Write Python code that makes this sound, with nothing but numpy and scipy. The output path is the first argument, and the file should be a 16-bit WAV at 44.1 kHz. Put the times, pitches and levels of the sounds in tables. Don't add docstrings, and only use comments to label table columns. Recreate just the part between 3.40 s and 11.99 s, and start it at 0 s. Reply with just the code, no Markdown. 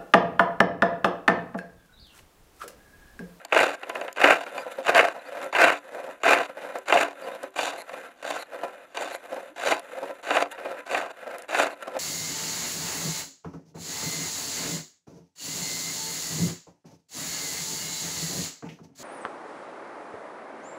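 import sys
import numpy as np
from scipy import signal
from scipy.fft import rfft, irfft
from scipy.io import wavfile
from scipy.ndimage import uniform_filter1d

SR = 44100
rng = np.random.default_rng(int(sys.argv[2]) if len(sys.argv) > 2 else 0)


def to_linear_factor(level_db):
    exponent = np.asarray(level_db, float) / 20
    return 10 ** exponent


def dump(signal):
    limited = np.clip(np.atleast_2d(signal).T, -1, 1)
    pcm = np.round(limited * 32767).astype(np.int16)
    wavfile.write(sys.argv[1], SR, pcm)


N = 378819
SPLIT_HZ = 1150, 3200

# frequency in Hz, relative level in dB.
CUT_COLOUR = [(59, -67.5), (100, -26.5), (210, -25.5), (282, -10), (469, -5.5), (673, 3), (925, -5.5),
              (2780, -4.5), (3370, -20), (5840, -27.5), (7060, -33), (11500, -37.5), (15800, -61)]
# centre in Hz, width in Hz, lift cutting in dB,
# lift idle in dB.
BODY_MODES = [(290, 13.6, 7.5, 3.5), (385.4, 9.7, 2, 17), (543.3, 42.6, 3.5, 3.5), (690.3, 15.7, 5, 6.5),
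              (837, 21, 5.5, 3), (1009.4, 29, 10, 14), (1354, 26, 3.5, 7), (1542, 130, 5, 3),
              (1760, 130, 0, 0), (2287, 44, -8.5, -40), (2398, 47, 6, 3.5), (2880, 255, 0, 2.5),
              (3568, 135, 9, 12), (3885, 103, 10, 15), (4584, 200, 11, -12), (4930, 150, -39, -7),
              (6060, 170, 6.5, 14), (7000, 600, 16.5, 9.5), (9010, 450, 8, 0), (11600, 76, 12, -6)]
# fastest in seconds, halt in seconds, then levels at full
# speed in dB of frame rumble, spindle and tool, hiss.
RETURN_STROKES = [(-.1, 0.066, -42, -43, -59), (0.567, 0.74, -34.5, -43, -58.5),
                  (1.196, 1.422, -39, -45, -56), (2.04, 2.112, -36.5, -42, -57),
                  (2.617, 2.794, -38.5, -45.5, -59), (3.27, 3.457, -38.5, -44.5, -58),
                  (3.885, 4.119, -38, -45.5, -57.5), (4.56, 4.758, -44.5, -47.5, -59.5),
                  (5.212, 5.487, -44, -49, -63.5), (5.933, 6.144, -40.5, -46.5, -58),
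                  (6.593, 6.825, -41.5, -46.5, -58), (7.308, 7.454, -39, -44.5, -62),
                  (7.94, 8.075, -41, -45.5, -61.5), (8.588, 8.75, -38.5, -45.5, -61)]
# edge enters, fastest, edge eases off, halt, all in seconds.
PUSH_TIMES = [(.122, .19, .265, .356), (.76, .87, .975, 1.042), (1.428, 1.585, 1.63, 1.732),
              (2.126, 2.23, 2.35, 2.392), (2.833, 2.9, 2.965, 3.066), (3.456, 3.55, 3.635, 3.735),
              (4.157, 4.23, 4.31, 4.428), (4.826, 4.92, 4.96, 5.035), (5.545, 5.62, 5.72, 5.772),
              (6.16, 6.31, 6.35, 6.407), (6.828, 6.97, 7.04, 7.08), (7.455, 7.56, 7.62, 7.72),
              (8.082, 8.19, 8.272, 8.347)]


def rms_one(x):
    return x / np.sqrt(np.mean(x ** 2) + 1e-20)


def drift(rate_hz):
    r = np.exp(-2 * np.pi * rate_hz / SR)
    settle = 9000
    wander = signal.lfilter([1], [1, -2 * r, r * r], rng.standard_normal(N + settle))
    return rms_one(wander[settle:])


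def level_at(hz, spectrum):
    points = np.array(spectrum)
    return np.interp(np.log(hz), np.log(points[:, 0]), points[:, 1])


def response(spectrum, modes, size=8192):
    hz = np.arange(size // 2 + 1) * SR / size + 1
    level_db = level_at(hz, spectrum)
    for centre_hz, width_hz, lift_db in modes:
        level_db = level_db + lift_db / (1 + (2 * (hz - centre_hz) / width_hz) ** 2)
    cepstrum = irfft(np.log(to_linear_factor(level_db)))
    cepstrum[1:size // 2] *= 2
    cepstrum[size // 2 + 1:] = 0
    return irfft(np.exp(rfft(cepstrum)))[:size // 2]


def shake(force, impulse):
    return signal.fftconvolve(force, impulse)[:N]


def outdoor_hiss(rms_db=-64):
    # frequency in Hz, relative level in dB.
    hiss_colour = [(30, -46), (120, -12), (300, 3.5), (550, -8), (1500, -5.5), (3500, -18), (5300, -34),
                   (8000, -42), (11500, -20), (15800, -47)]
    hiss = shake(rng.standard_normal(N), response(hiss_colour, []))
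    return to_linear_factor(rms_db) * rms_one(hiss)


def outdoor_rumble(top_hz=53.5, rms_db=-67):
    lowpass = signal.butter(4, top_hz, fs=SR, output="sos")
    return to_linear_factor(rms_db) * rms_one(signal.sosfilt(lowpass, rng.standard_normal(N)))


def registers(colour, modes):
    body = response(colour, modes)
    cuts = [(SPLIT_HZ[0], "low"), (SPLIT_HZ, "band"), (SPLIT_HZ[1], "high")]
    return [signal.sosfilt(signal.butter(3, hz, kind, fs=SR, output="sos"), body) for hz, kind in cuts]


def tearing(per_s, spread_db):
    size_db = spread_db * np.minimum(rng.exponential(1, N), 4)
    sizes = to_linear_factor(size_db) * rng.choice([-1, 1], N)
    return rms_one(sizes * (rng.random(N) < per_s / SR))


def singing(force, colour, modes, share_db, wander_db):
    out = np.zeros(N)
    for hz, width_hz, lift_db in modes:
        peak_db = level_at(hz, colour) + lift_db + share_db
        drive = force * to_linear_factor(peak_db + wander_db * drift(23.4))
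        r = np.exp(-np.pi * width_hz / SR)
        poles = [1, -2 * r * np.cos(2 * np.pi * hz / SR), r * r]
        out += signal.lfilter((1 - r * r) / 2 * np.array([1, 0, -1]), poles, drive)
    return out


def friction(gains, colour, modes, per_s, slow_db, fast_db, smooth, hiss_depth):
    clicks = tearing(per_s, spread_db=3.5)
    clump_db = slow_db * drift(28.0) + fast_db * drift(84.0)
    edges_hz, out = (0, *SPLIT_HZ, SR), 0
    for k, (part, depth) in enumerate(zip(registers(colour, modes), (1, 1, hiss_depth))):
        grains = depth * clicks + smooth * rng.standard_normal(N)
        force = rms_one(to_linear_factor(depth * clump_db) * grains) * gains[k] / np.linalg.norm(part)
        ringing = [m for m in modes if edges_hz[k] < m[0] < edges_hz[k + 1] and m[2] > 0]
        out = out + shake(force, part) + singing(force, colour, ringing, share_db=-7.0, wander_db=4.0)
    return out


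def high_spots_db():
    # peak in seconds, length in seconds, rumble lift in dB, hiss lift in dB (negative: a hollow).
    spots = [(0.35, 0.028, 9, 7), (1.069, 0.06, 20, 5), (1.26, .03, 7, -6), (1.32, .03, 4.5, 12.5),
             (1.399, 0.079, 25, 8), (1.495, 0.05, 10.5, 6), (1.524, 0.066, -5.5, -21),
             (1.765, 0.097, 15.5, 0), (2.062, 0.15, 5, 5), (2.623, 0.026, 0.5, -4), (2.685, 0.037, 6, -13),
             (2.959, 0.024, -5, -22), (3.007, .04, 9.5, -4), (3.06, 0.023, 8, 6), (3.103, 0.04, 15.5, 0),
             (3.172, 0.038, 5.5, -3), (3.24, 0.02, 3.5, -3), (3.367, 0.064, 11.5, 2),
             (3.557, 0.024, 3, -25), (4.04, 0.058, 11.5, 0), (4.529, 0.094, 6, 1), (4.695, 0.028, 7, -6),
             (5.139, 0.059, 14, 7), (5.24, 0.053, 14, 5), (5.93, 0.042, 9, -6), (5.974, 0.034, 5, -2),
             (5.985, .03, 5, -2), (6.33, 0.029, 2, -3), (6.575, 0.038, 8, 2), (6.633, 0.043, 12.5, -10),
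             (6.701, 0.03, 14, 1), (7.018, 0.041, 10, 7.5), (7.119, .04, 6, 24), (7.19, .03, 2, -2),
             (7.316, 0.02, 5, 7), (7.263, 0.044, 8, -3), (7.394, .04, 7.5, 10), (7.868, 0.037, 8.5, -7),
             (7.992, 0.032, 5.5, 14), (8.26, 0.021, 1, -7), (8.427, 0.021, 4, 16),
             (8.482, 0.042, 12.5, -11), (8.562, .03, 10, -5)]
    t, lift_db = np.arange(N) / SR, np.zeros((3, N))
    for s, length_s, low_db, hiss_db in spots:
        on = slice(max(round((s - length_s) * SR), 0), round((s + length_s * 2) * SR))
        corners_s = [s - 0.49 * length_s, s, s + 0.58 * length_s]
        swell = np.sin(np.interp(t[on], corners_s, [0, np.pi / 2, np.pi])) ** 2
        middle_db = .45 * low_db + .4 * hiss_db
        lift_db[:, on] += np.c_[[low_db, middle_db, hiss_db]] * swell
    return lift_db


def rests_db(rest_db=-4.5, rest_s=0.021):
    t = np.arange(N) / SR
    return sum(rest_db * np.exp(-((t - row[1]) / rest_s) ** 2) for row in RETURN_STROKES)


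def stroke_gains(spans, slow_db, peaking):
    approach_db = -17
    eased_db = np.c_[[0, -2.5, -5]]
    t, gains = np.arange(N) / SR, np.zeros((3, N))
    slow_db, peaking = np.c_[list(slow_db)], np.c_[list(peaking)]
    for off_s, enter_s, fastest_s, ease_s, halt_s, easing, peak_db in spans:
        on = (t >= off_s) & (t < halt_s)
        phase = np.interp(t[on], [off_s, fastest_s, halt_s], [0, np.pi / 2, np.pi])
        speed = np.sin(phase).clip(0)
        edge_db = approach_db * (t[on] < enter_s) + easing * eased_db * (t[on] > ease_s)
        gains[:, on] = to_linear_factor(slow_db + (np.c_[peak_db] - slow_db) * speed ** peaking + edge_db)
    return uniform_filter1d(gains, size=90, axis=1) * to_linear_factor(high_spots_db() + rests_db())


def return_gains():
    first_off_s = -.3
    offs_s = [first_off_s] + [times[3] for times in PUSH_TIMES]
    spans = [(off_s, off_s, fastest_s, halt_s, halt_s, 0, levels_db)
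             for off_s, (fastest_s, halt_s, *levels_db) in zip(offs_s, RETURN_STROKES)]
    return stroke_gains(spans, slow_db=(-59.5, -65.5, -70.5), peaking=(0.91, 0.43, 0.61))


def idle_rub():
    # frequency in Hz, relative level in dB.
    idle_colour = [(59, -61), (100, -42), (265, -16.5), (405, -23), (511, -1), (1190, -16), (1300, -11.5),
                   (2300, -12.5), (2560, -14.5), (4620, -47), (11000, -30.5), (15800, -53)]
    modes = [(hz, width_hz, idle_db) for hz, width_hz, cut_db, idle_db in BODY_MODES]
    return friction(return_gains(), idle_colour, modes, per_s=900.0, slow_db=2.5, fast_db=0.97,
                    smooth=1.0, hiss_depth=0.74)


def yard(x):
    dull = signal.lfilter([.3], [1, -.7], x)
    echoes = [(.0063, -18), (.017, -25), (.034, -16)]
    return sum(to_linear_factor(db) * np.pad(dull, (round(s * SR), 0))[:N] for s, db in echoes)


def cutting_modes():
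    return [(hz, width_hz, cut_db) for hz, width_hz, cut_db, idle_db in BODY_MODES]


def bites(rise_s=0.00095, burst_s=0.0057, bright_s=0.0016, size=1500):
    # time in seconds, peak of the dull part in dB, peak of the bright part over it in dB.
    blows = [(0.049, -31, -2), (0.124, -7.5, -27), (0.164, -3.5, -18), (0.19, -7, -32), (0.432, -23.5, -12),
             (0.497, -18, -13), (0.554, -18, -14), (0.612, -19, -11.5), (0.68, -23, -12),
             (0.782, -19.5, -20), (0.819, -12, -21), (0.841, -0.5, -20), (1.064, -22.5, -18),
             (1.179, -18, -10.5), (1.468, -20, 0), (1.48, -10, -16), (1.548, -7.5, -7), (1.591, -1, -26),
             (2.015, -25, -10), (2.127, -20.5, -11), (2.15, -11, -11), (2.279, -12.5, -26),
             (2.834, -14, -5), (2.862, -8.5, -26), (3.489, -25, -12), (3.503, -14.5, -27), (3.524, -3, -18),
             (3.572, -7.5, -30), (4.16, -25, -24), (4.189, -14, -21), (4.276, -21, -20), (4.492, -32, -6.5),
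             (5.572, -19.5, 0), (6.249, -23, -13), (6.321, -10, -26), (6.906, -9.5, -12.5),
             (6.952, -15, -17), (6.968, -6.5, -14), (7.178, -31, -27), (7.254, -24.5, -16),
             (7.467, -38, -12), (7.509, -26, -12), (7.547, -14, -17), (8.097, -26.5, -15),
             (8.131, -27, -19), (8.147, -11.5, -14), (8.198, -11, -23), (8.472, -30.5, -32)]
    low_part, middle_part, high_part = registers(CUT_COLOUR, cutting_modes())
    t = np.arange(size) / SR
    noise = rng.standard_normal((len(blows), size))
    bursts = noise * (1 - np.exp(-t / rise_s)) * np.exp(-t / burst_s)
    dull = signal.fftconvolve(bursts, [low_part + middle_part], axes=1)
    bright = signal.fftconvolve(bursts * np.exp(-t / bright_s), [high_part], axes=1)
    out = np.zeros(N + dull.shape[1])
    for (s, db, bright_db), low, top in zip(blows, dull, bright):
        blow = low / np.abs(low).max() + to_linear_factor(bright_db) * top / np.abs(top).max()
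        out[round(s * SR) - 30:][:len(blow)] += to_linear_factor(db) * blow
    return out[:N]


def ticks(cycles=8.2, size=200):
    # start in seconds, ring level before the band-pass in dB, centre in Hz.
    snaps = [(0.0505, -31, 7300), (0.495, -33.5, 6800), (0.5526, -38.5, 9810), (0.7284, -34, 7200),
             (2.0433, -35, 7130), (3.386, -35.5, 7500), (3.4844, -35, 7060), (3.8172, -43, 9860),
             (4.0328, -37, 9500), (5.9439, -41, 10900), (6.395, -33, 10000), (7.9834, -33, 10100),
             (8.022, -34.5, 10400)]
    out, t = np.zeros(N + size), np.arange(size) / SR
    for (s, db, hz), puff in zip(snaps, rng.standard_normal((len(snaps), size))):
        ring = np.sin(2 * np.pi * hz * t) * np.exp(-t * hz / cycles)
        out[round(s * SR):][:size] += to_linear_factor(db) * (ring + 1.4 * puff * np.exp(-t / 0.0009))
    return signal.sosfilt(signal.butter(2, [2500, 12000], "band", fs=SR, output="sos"), out[:N])


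def push_gains():
    # frame rumble peak in dB, edge hiss peak in dB, easing as a share of the usual.
    efforts = [(-21.5, -35, 0.56), (-21, -43, .9), (-20, -39.5, 1.3), (-18.5, -36.5, 0.39),
               (-19, -34.5, 0.52), (-23.5, -33.5, 1.9), (-31, -32.5, 1.6), (-34, -41.5, .4),
               (-35, -45.5, 0.53), (-27.5, -33.5, 1.3), (-28, -40, 3.8), (-30, -42.5, 2), (-27, -35.5, 2.3)]
    tool_db, tool_gain_per_db, mean_cut_db = -1, 0.29, -27.5
    spans = []
    for times_s, (db, hiss_db, easing), before in zip(PUSH_TIMES, efforts, RETURN_STROKES):
        middle_db = db + tool_db + tool_gain_per_db * (db - mean_cut_db)
        spans.append((before[1], *times_s, easing, [db, middle_db, hiss_db]))
    return stroke_gains(spans, slow_db=(-44, -44.5, -49), peaking=(1.11, 1, 1.9))


def cutting():
    return friction(push_gains(), CUT_COLOUR, cutting_modes(), per_s=1800.0, slow_db=.6, fast_db=3.0,
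                    smooth=0.75, hiss_depth=1.0)


def dust(per_s=12.0, level_db=-52):
    clicks = (rng.random(N) < per_s / SR) * to_linear_factor(level_db + 3.5 * rng.standard_normal(N))
    puffs = shake(clicks, np.exp(-np.arange(60) / SR / 0.00055)) * rng.standard_normal(N)
    return signal.sosfilt(signal.butter(2, [6500, 14000], "band", fs=SR, output="sos"), puffs)


def squeaks():
    # start in seconds, length in seconds, from Hz, to Hz, level in dB, fall per overtone in dB.
    glides = [(1.165, .065, 4200, 4900, -50, -40), (1.855, .03, 4100, 4800, -54, -40),
              (3.825, .03, 4400, 4650, -52, -40), (3.915, .03, 3500, 3900, -51, -40),
              (1.792, .012, 3850, 3900, -52, -40), (6.095, .045, 240, 330, -51, -10),
              (7.11, .045, 760, 980, -43, -5)]
    out, waver, flutter = np.zeros(N), drift(150.0), drift(200.0)
    for s, length_s, from_hz, to_hz, db, fall_db in glides:
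        at, along = round(s * SR), np.linspace(0, 1, round(length_s * SR))
        span = slice(at, at + len(along))
        hz = (from_hz + (to_hz - from_hz) * np.sqrt(along)) * (1 + .025 * waver[span])
        phase = 2 * np.pi * np.cumsum(hz) / SR
        overtones = [k for k in range(5) if (k + 1) * to_hz < SR / 4]
        tone = sum(to_linear_factor(fall_db * k) * np.sin((k + 1) * phase) for k in overtones)
        swell = np.sqrt(np.sin(np.pi * along).clip(0))
        out[span] += to_linear_factor(db + 0.76 * flutter[span]) * swell * tone
    return out


def judder():
    # start in seconds, length in seconds, slips per second at first, at last, relative level in dB.
    runs = [(4.375, .052, 300, 110, -30), (4.988, .044, 420, 110, -30), (5.722, .047, 420, 90, -30),
            (8.295, .048, 300, 110, -38)]
    # frequency in Hz, relative level in dB.
    tool_colour = [(880, -38), (1500, -7), (2080, 10.5), (3300, -16), (4180, 8), (5040, -22), (6970, -6),
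                   (10000, -11), (11000, 1), (15800, -36)]
    slips = np.zeros(N)
    for s, length_s, first, last, db in runs:
        along = np.linspace(0, 1, round(length_s * SR))
        rate = first + (last - first) * along
        count = np.floor(np.cumsum(rate[::-1] / SR))[::-1]
        slips[round(s * SR):][:len(along) - 1] = (np.diff(count) < 0) * to_linear_factor(db + 8.9 * along[1:])
    scuffs = shake(slips, np.exp(-np.arange(80) / SR / 0.00031)) * rng.standard_normal(N)
    tool = response(tool_colour, [])
    return to_linear_factor(-7.5) * shake(scuffs + 2.5 * slips, tool / np.linalg.norm(tool))


def scene():
    lathe = idle_rub() + bites() + ticks() + cutting() + dust() + squeaks() + judder()
    return (lathe + yard(lathe) + outdoor_hiss() + outdoor_rumble())[None]


def low_pass(x):
    return signal.sosfilt(signal.butter(12, 16660, fs=SR, output="sos"), x)


def record(dry):
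    rounded = 1.35 * np.tanh(dry / 1.35).clip(-.72, .72)
    thin = signal.sosfilt(signal.butter(2, 115, "high", fs=SR, output="sos"), rounded)
    mix = signal.sosfilt(signal.cheby2(20, 50, 15800, fs=SR, output="sos"), thin)
    return low_pass(mix)


dry = scene()
out = record(dry)
dump(out)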